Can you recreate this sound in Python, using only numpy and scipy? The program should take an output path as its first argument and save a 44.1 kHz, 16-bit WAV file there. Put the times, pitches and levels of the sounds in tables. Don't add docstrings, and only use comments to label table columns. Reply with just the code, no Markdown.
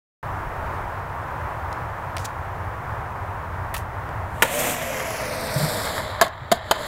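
import sys
import numpy as np
from scipy import signal
from scipy.fft import rfft, irfft, next_fast_len
from scipy.io import wavfile
from scipy.ndimage import uniform_filter1d

SR = 44100
rng = np.random.default_rng(int(sys.argv[2]) if len(sys.argv) > 2 else 0)


def put_to_file(sound):
    columns = np.atleast_2d(sound).T
    safe = np.clip(columns, -1, 1)
    whole_steps = np.round(safe * 32767)
    wavfile.write(sys.argv[1], SR, whole_steps.astype(np.int16))


N = 302967
TIME = np.arange(N) / SR
FFT_SIZE = next_fast_len(N, real=True)
FFT_HZ = np.fft.rfftfreq(FFT_SIZE, 1 / SR)

# (time [s], speed [turns/s])
WHEEL_SPEED = [(4.4, 29), (4.62, 32.9), (4.95, 29.2), (5.25, 28.4), (5.55, 28.9), (5.97, 24.2), (6.35, 6.8),
               (6.6, 10.5), (6.82, 27)]
CRUISE_TURNS_PER_S = 29
# (frequency [Hz], level [dB])
GROWL_SPECTRUM = [(60, -6), (150, -2), (260, -5), (370, -9), (480, -3), (800, -4.5), (1100, -6.5),
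                  (1500, -7.5), (2100, -5), (2800, -10), (4000, -11.5), (5500, -22), (8000, -34),
                  (15000, -56.5)]
# (frequency [Hz], level [dB])
HISS_SPECTRUM = [(150, -3), (300, 9.5), (1000, -23), (2500, 0), (3700, -1.5), (5300, 2), (7500, 1.5),
                 (10500, 3), (13500, 0), (15000, -3.5), (16000, -12)]
# (frequency [Hz], width [Hz], boost [dB])
BOARD_RESONANCES = [(620, 107, 10.5), (970, 300, 2.5), (1960, 1000, -0.5), (4060, 220, -2.5),
                    (7300, 600, 13)]
# (multiple of the turn rate, level against the growl [dB])
WHEEL_HUM = [(5, -19.5), (7, -20.5), (8, -14.5), (15, -16.5), (18, -8.5), (21, -15), (23, -11.5)]
# (start [s], end [s], extra growl [dB], extra hiss [dB], concrete rumble [dB])
WALL_PRESSES = [(4.534, 4.734, 2.5, 8, -33), (5.545, 5.904, 1.5, 7.5, -43), (5.947, 5.995, 2.5, 11, -46)]
# (peak time [s], level [dB], rise [s], fall [s])
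SLIPS = [(4.98, -29.5, .1, .17), (5.82, -29, 0.05, 0.24), (5.978, -21, 0.018, 0.023),
         (6.17, -31, 0.18, 0.27), (6.85, -27, 0.34, .1)]
# (frequency [Hz], width [Hz], level [dB])
SLIP_RESONANCES = [(1020, 340, 0.5), (1860, 790, 1), (3260, 410, -10), (3920, 160, -9), (7346, 450, -22)]
# (time [s], first to last wheel [s], last wheel's change [dB], crack [dB], deck [dB],
# deck pitch [factor], trucks [dB], truck and thud pitch [factor], thud [dB], hops [dB], rattle [dB])
BOARD_LANDINGS = [(4.4225, 0.011, -2, 3, -10.5, 1.24, 0.5, 0.99, -10, -21, -22.5),
                  (6.2129, 0.012, 0, 4, 1, .98, -5.5, 1.2, -6.5, -16, -19.5),
                  (6.5159, .0078, 6, -1, 2, 1.02, -12.5, .68, -7.5, -22, -25),
                  (6.711, .0092, -11, 4.5, 6, .96, 2, 1.08, -24, -26, -37)]
DROP_IN_S = BOARD_LANDINGS[0][0]
# (delay [share of first to last], crack [dB], ring and thud [dB])
WHEEL_TOUCHES = [(0, 1, -3.5), (0.249, -2, 0), (.63, -2, -1.5), (1, -7, -6)]
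# (frequency [Hz], level [dB])
CRACK_SPECTRUM = [(100, -20), (300, 2.5), (1200, 9), (2500, 2.5), (4000, -2), (5500, -2), (8000, -5.5),
                  (12000, -4.5), (14500, -6.5), (16000, -19)]
# (frequency [Hz], level [dB])
THUD_SPECTRUM = [(50, -18), (130, -8), (200, -12), (300, 5), (450, -19), (1000, -40), (4000, -77.5)]
# (frequency [Hz], level [dB], time to fade 60 dB [s])
DECK_MODES = [(208, -17, 0.053), (605, -22, 0.04), (693, 2, 0.038), (1130, -10.5, 0.042), (1370, -17, 0.02),
              (1725, -14, 0.037), (2040, -4, 0.012), (3186, -10.5, 0.026), (3500, -18, 0.018),
              (4200, -45, 0.029), (4930, -27, 0.018)]
# (frequency [Hz], level [dB], time to fade 60 dB [s])
TRUCK_MODES = [(374, -4.5, 0.024), (446, -2, 0.045), (923, 6.5, 0.035), (1092, -15, 0.06), (1394, 2, 0.033),
               (1530, -25, 0.011), (1905, 7.5, 0.017), (2300, 0.5, 0.038), (2917, 0, 0.02),
               (3230, 6.5, 0.0044), (3810, -7.5, 0.033)]
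# (time [s], level [dB], pitch [Hz], decay [s])
WALL_THUMPS = [(5.558, -8.5, 140, 0.016), (5.607, -12, 149, .012), (5.628, -7.5, 153, 0.021),
               (6.415, -20.5, 118, 0.016)]
# (time [s], level [dB], strongest frequency [Hz])
BOARD_TICKS = [(1.7278, -32.5, 5000), (2.1668, -23, 5430), (2.1709, -23, 2440), (2.182, -27.5, 5000),
               (3.7665, -27, 2800), (3.7795, -31, 9000), (4.091, -42, 5000), (6.2805, -19, 2300)]
# (time [s], level [dB], rise [s], decay [s], strongest frequency [Hz])
SOLE_SCRAPES = [(2.188, -42, 0.0032, 0.04, 6500), (2.242, -29, 0.015, .004, 6640),
                (3.739, -26.5, 0.0056, 0.012, 2000), (3.74, -28.5, 0.0015, 0.0097, 12500),
                (3.762, -35.5, .003, 0.022, 12000)]
# (frequency [Hz], time to fade 60 dB [s])
BOWL_DECAY = [(150, 0.19), (700, 0.31), (2000, 0.44), (6000, 0.15), (15000, 0.12)]
# (frequency [Hz], level [dB])
WIND_SPECTRUM = [(12, -1), (30, 5), (50, 8), (80, -3), (200, -55)]
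# (frequency [Hz], level [dB])
WASH_SPECTRUM = [(80, -11), (150, -2), (210, -13.5), (330, -10), (470, -8.5), (600, -4.5), (960, 0),
                 (1400, -6), (1850, -11), (2400, -20.5), (3100, -28.5), (4300, -36), (9500, -41),
                 (15500, -39.5)]
# (frequency [Hz], level [dB])
RUMBLE_SPECTRUM = [(13, -50), (22, -18), (91, 0.5), (111, -2), (149, -14.5), (190, -23), (250, -24),
                   (420, -120)]


def rolling(wobble=0.01302, flutter=0.55, dull_hz=4400):
    growl_gain, hiss_gain, rumble_gain = rolling_gains()
    ring_db = sum(db * peak(hz, width) for hz, width, db in BOARD_RESONANCES)
    growl = shaped(roughness(), gain_of(read(GROWL_SPECTRUM, FFT_HZ) + ring_db))
    hiss = shaped(roughness(tread=0.53, grit=0.65), gain_of(read(HISS_SPECTRUM, FFT_HZ)))
    turn_rate = wheel_speed()
    treble = signal.sosfiltfilt(signal.butter(4, dull_hz, "highpass", fs=SR, output="sos"), growl)
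    growl -= treble * np.maximum(1 - turn_rate / CRUISE_TURNS_PER_S, 0)
    shake = np.minimum(turn_rate / 28.8, 1) ** 5
    for multiple, db in WHEEL_HUM:
        turns = np.cumsum(turn_rate * (1 + wobble * wander(26.3))) / SR
        hum = (1 + flutter * wander(9.1)) * np.sin(2 * np.pi * multiple * turns)
        growl += gain_of(db) * shake * unit_level(hum)
    return growl * growl_gain + hiss * hiss_gain + noise(THUD_SPECTRUM, N) * rumble_gain


def wheel_speed():
    return np.interp(TIME, *np.transpose(WHEEL_SPEED))


def roughness(tread=0.58, grit=0.38, grit_per_s=900, judder_db=1.0):
    turns = np.cumsum(wheel_speed()) / SR
    marks = rng.standard_normal((2, 2048))
    wheels = sum(m[(turns * rate * len(m)).astype(int) % len(m)] for m, rate in zip(marks, (1, 1.012)))
    grains = rng.standard_normal(N) * (rng.random(N) < grit_per_s / SR)
    surface = rng.standard_normal(N) + tread * unit_level(wheels) + grit * unit_level(grains)
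    return unit_level(surface) * gain_of(judder_db * wander(34))


def rolling_gains(rattle_hold_s=0.035, rattle_decay_s=0.014, approach_db=-20, approach_s=0.061):
    tenfolds = np.log10(wheel_speed() / CRUISE_TURNS_PER_S)
    growl_db, hiss_db = -22 + 26.5 * tenfolds, -31 + 62 * tenfolds
    rumble = rattle = 0
    for start, end, more_growl_db, more_hiss_db, rumble_db in WALL_PRESSES:
        load = (1 + np.tanh((TIME - start) / 0.03)) * (1 - np.tanh((TIME - end) / 0.031)) / 4
        growl_db += more_growl_db * load
        hiss_db += more_hiss_db * load
        rumble += gain_of(rumble_db) * load
    for start, *_, rattle_db in BOARD_LANDINGS:
        fade = np.exp(-np.maximum(TIME - start - rattle_hold_s, 0) / rattle_decay_s)
        rattle += gain_of(rattle_db) * (TIME > start) * fade
    early_s = np.maximum(DROP_IN_S - TIME, 0)
    heard = np.where(early_s > 0, gain_of(approach_db) * np.exp(-early_s / approach_s), 1)
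    growl = np.hypot(gain_of(growl_db), gain_of(3.5) * rattle)
    hiss = np.hypot(gain_of(hiss_db), gain_of(-7.5) * rattle)
    return heard * growl, heard * hiss, heard * rumble


def skids():
    tone = sum(gain_of(db) * peak(hz, width) for hz, width, db in SLIP_RESONANCES)
    swells = [gain_of(db) * np.exp(-np.maximum((peak_s - TIME) / rise, (TIME - peak_s) / fall))
              for peak_s, db, rise, fall in SLIPS]
    jerks = roughness(tread=0.11, grit=1.7, grit_per_s=400, judder_db=-1.5)
    return shaped(jerks, tone) * np.linalg.norm(swells, axis=0)


def knocks(crack_rise_s=0.0003, crack_s=0.0033, body_rise_s=0.0013, thud_s=0.0055):
    out, t = np.zeros(N), np.arange(4096) / SR
    crack_shape = (1 - np.exp(-t / crack_rise_s)) * np.exp(-t / crack_s)
    body_rise = 1 - np.exp(-t / body_rise_s)
    for (start, spread_s, last_db, crack_db, deck_db, deck_pitch,
         trucks_db, pitch, thud_db, hop_db, _) in BOARD_LANDINGS:
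        thud_tone = [(hz * pitch, db) for hz, db in THUD_SPECTRUM]
        for delay, sharp_db, body_db in contacts(spread_s, last_db, hop_db):
            crack = gain_of(crack_db - 2) * noise(CRACK_SPECTRUM, len(t)) * crack_shape
            thud = gain_of(thud_db - 4) * noise(thud_tone, len(t)) * np.exp(-t / thud_s)
            deck = gain_of(deck_db) * ring(DECK_MODES, t, deck_pitch)
            trucks = gain_of(trucks_db - 6) * ring(TRUCK_MODES, t, pitch)
            body = (deck + trucks + thud) * body_rise
            add(out, start + delay, gain_of(sharp_db) * crack + gain_of(body_db) * body)
    return out


def contacts(spread_s, last_db, hop_db, first_hop_s=0.029, shrink=0.77, loss_db=3):
    touches = [(share * spread_s, crack_db + share * last_db, body_db + share * last_db)
               for share, crack_db, body_db in WHEEL_TOUCHES]
    hop = np.arange(3)
    delays = np.cumsum(first_hop_s * shrink ** hop)
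    levels_db = hop_db - loss_db * hop
    return touches + list(zip(delays, levels_db - 4.5, levels_db))


def ring(modes, t, pitch, detune=0.01):
    out = 0
    for hz, db, fade_s in modes:
        tuned_hz = hz * pitch * (1 + detune * rng.standard_normal())
        out += gain_of(db - 60 * t / fade_s) * np.sin(2 * np.pi * tuned_hz * t)
    return out


def thumps():
    out, t = np.zeros(N), np.arange(8192) / SR
    for start, db, hz, decay_s in WALL_THUMPS:
        swell = 2 * t / decay_s
        add(out, start, -gain_of(db) * swell * np.exp(1 - swell) * np.sin(2 * np.pi * hz * t))
    return out


def scuffs(tick_rise_s=0.0005, tick_decay_s=0.0015):
    out, t = np.zeros(N), np.arange(8192) / SR
    ticks = [(start, db, tick_rise_s, tick_decay_s, hz) for start, db, hz in BOARD_TICKS]
    for start, db, rise, decay, hz in ticks + list(SOLE_SCRAPES):
        stroke = np.minimum(t / rise, 1) * np.exp(-np.maximum(t - rise, 0) / decay)
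        tone = [(hz / 10, -11), (hz / 3, -5.5), (hz, 0), (hz * 4, -22)]
        add(out, start, gain_of(db) * stroke * noise(tone, len(t)))
    return out


def ground_echo(x, near_hz=6400, far_hz=3203, crossing_s=0.81, from_hz=1750, blur_hz=14000):
    hz, t, spectrum = signal.stft(x, SR, nperseg=512, noverlap=384)
    hz = hz[:, None]
    near = np.exp(-(np.maximum(t - DROP_IN_S, 0) / crossing_s) ** 1.75)
    spacing_hz = far_hz + (near_hz - far_hz) * near
    echo = 0.84 * np.sqrt(far_hz / spacing_hz) * (1 - np.exp(-(hz / from_hz) ** 2))
    echo *= np.exp(-(hz / blur_hz) ** 2)
    spacing_hz *= 1 + 0.017 * np.interp(t, TIME, wander(12))
    spectrum *= 1 + echo * np.exp(-2j * np.pi * (hz / spacing_hz - 0.29))
    treble_db = 3 * near - 2 * (1 - near)
    spectrum *= gain_of(treble_db * np.minimum(hz / 10000, 1) ** 2)
    return signal.istft(spectrum, SR, nperseg=512, noverlap=384)[1][:N]


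def bowl_echo(x, first_s=0.0099, echoes_per_s=3000):
    size = SR // 2
    echoes = rng.standard_normal(size) * (rng.random(size) < echoes_per_s / SR) * (TIME[:size] > first_s)
    hz, t, spectrum = signal.stft(echoes, SR, nperseg=256)
    fade = gain_of(-60 * t / read(BOWL_DECAY, hz)[:, None])
    tail = signal.istft(spectrum * fade, SR, nperseg=256)[1]
    return signal.fftconvolve(x, tail / np.linalg.norm(tail))[:N]


def gust(level_db=-37, peak_s=0.64, width_s=0.28):
    return noise(WIND_SPECTRUM, N) * gain_of(level_db) * np.exp(-((TIME - peak_s) / width_s) ** 2)


def traffic(wash_db=-31.5, rumble_db=-33, swell_s=7.0, growth_db_per_s=0.84):
    swell_db = np.cos(2 * np.pi * (TIME - 0.23) / swell_s)
    wash = noise(WASH_SPECTRUM, N) * gain_of(wash_db + swell_db + 0.5 * wander(3.7))
    rumble = noise(RUMBLE_SPECTRUM, N) * gain_of(rumble_db + growth_db_per_s * (TIME - TIME.mean()))
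    return wash + rumble


def gain_of(db):
    return 10 ** (np.asarray(db) / 20)


def unit_level(x):
    return x / np.sqrt(np.mean(x ** 2) + 1e-20)


def read(points, hz):
    known_hz, values = np.transpose(points)
    return np.interp(np.log(hz + 1), np.log(known_hz + 1), values)


def peak(hz, width_hz):
    return 1 / (1 + (2 * (FFT_HZ - hz) / width_hz) ** 2)


def shaped(x, gain):
    return unit_level(irfft(rfft(x, FFT_SIZE) * gain, FFT_SIZE)[:N])


def noise(points, size):
    full = next_fast_len(size, real=True)
    gain = gain_of(read(points, np.fft.rfftfreq(full, 1 / SR)))
    return unit_level(irfft(rfft(rng.standard_normal(full)) * gain, full)[:size])


def wander(hz):
    t = TIME[::64]
    keep_slow = 1 / (1 + (np.fft.rfftfreq(len(t), t[1]) / hz) ** 4)
    drift = irfft(rfft(rng.standard_normal(len(t))) * keep_slow, len(t))
    return np.interp(TIME, t, unit_level(drift))


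def add(mix, start_s, sound):
    part = mix[round(start_s * SR):][:len(sound)]
    part += sound[:len(part)]


def scene(echo_db=-19):
    blows = ground_echo(knocks()) + thumps() + scuffs()
    wheels = ground_echo(rolling() + skids())
    return (wheels + blows + gain_of(echo_db) * bowl_echo(blows) + traffic() + gust())[None]


def record(dry, limit_db=-9, recover_db_per_s=2.0, attack_s=0.00053, ceiling=0.78, top_hz=15850):
    power_db = 10 * np.log10(abs(uniform_filter1d(dry[0] ** 2, size=300)) + 1e-12)
    recovery_db = TIME * recover_db_per_s
    held_db = np.maximum.accumulate(power_db + recovery_db) - recovery_db
    over_db = np.maximum(held_db - limit_db, 0)
    smoothing = np.exp(-1 / (attack_s * SR))
    ducked = dry / gain_of(signal.lfilter([1 - smoothing], [1, -smoothing], over_db))
    squashed = ducked / (1 + (ducked / ceiling) ** 6) ** (1 / 6)
    squashed *= TIME > 0.2285
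    treble_cut = signal.firwin(511, top_hz, window=("kaiser", 9), fs=SR)
    return signal.oaconvolve(squashed, treble_cut[None], "same")


dry = scene()
out = record(dry)
put_to_file(out)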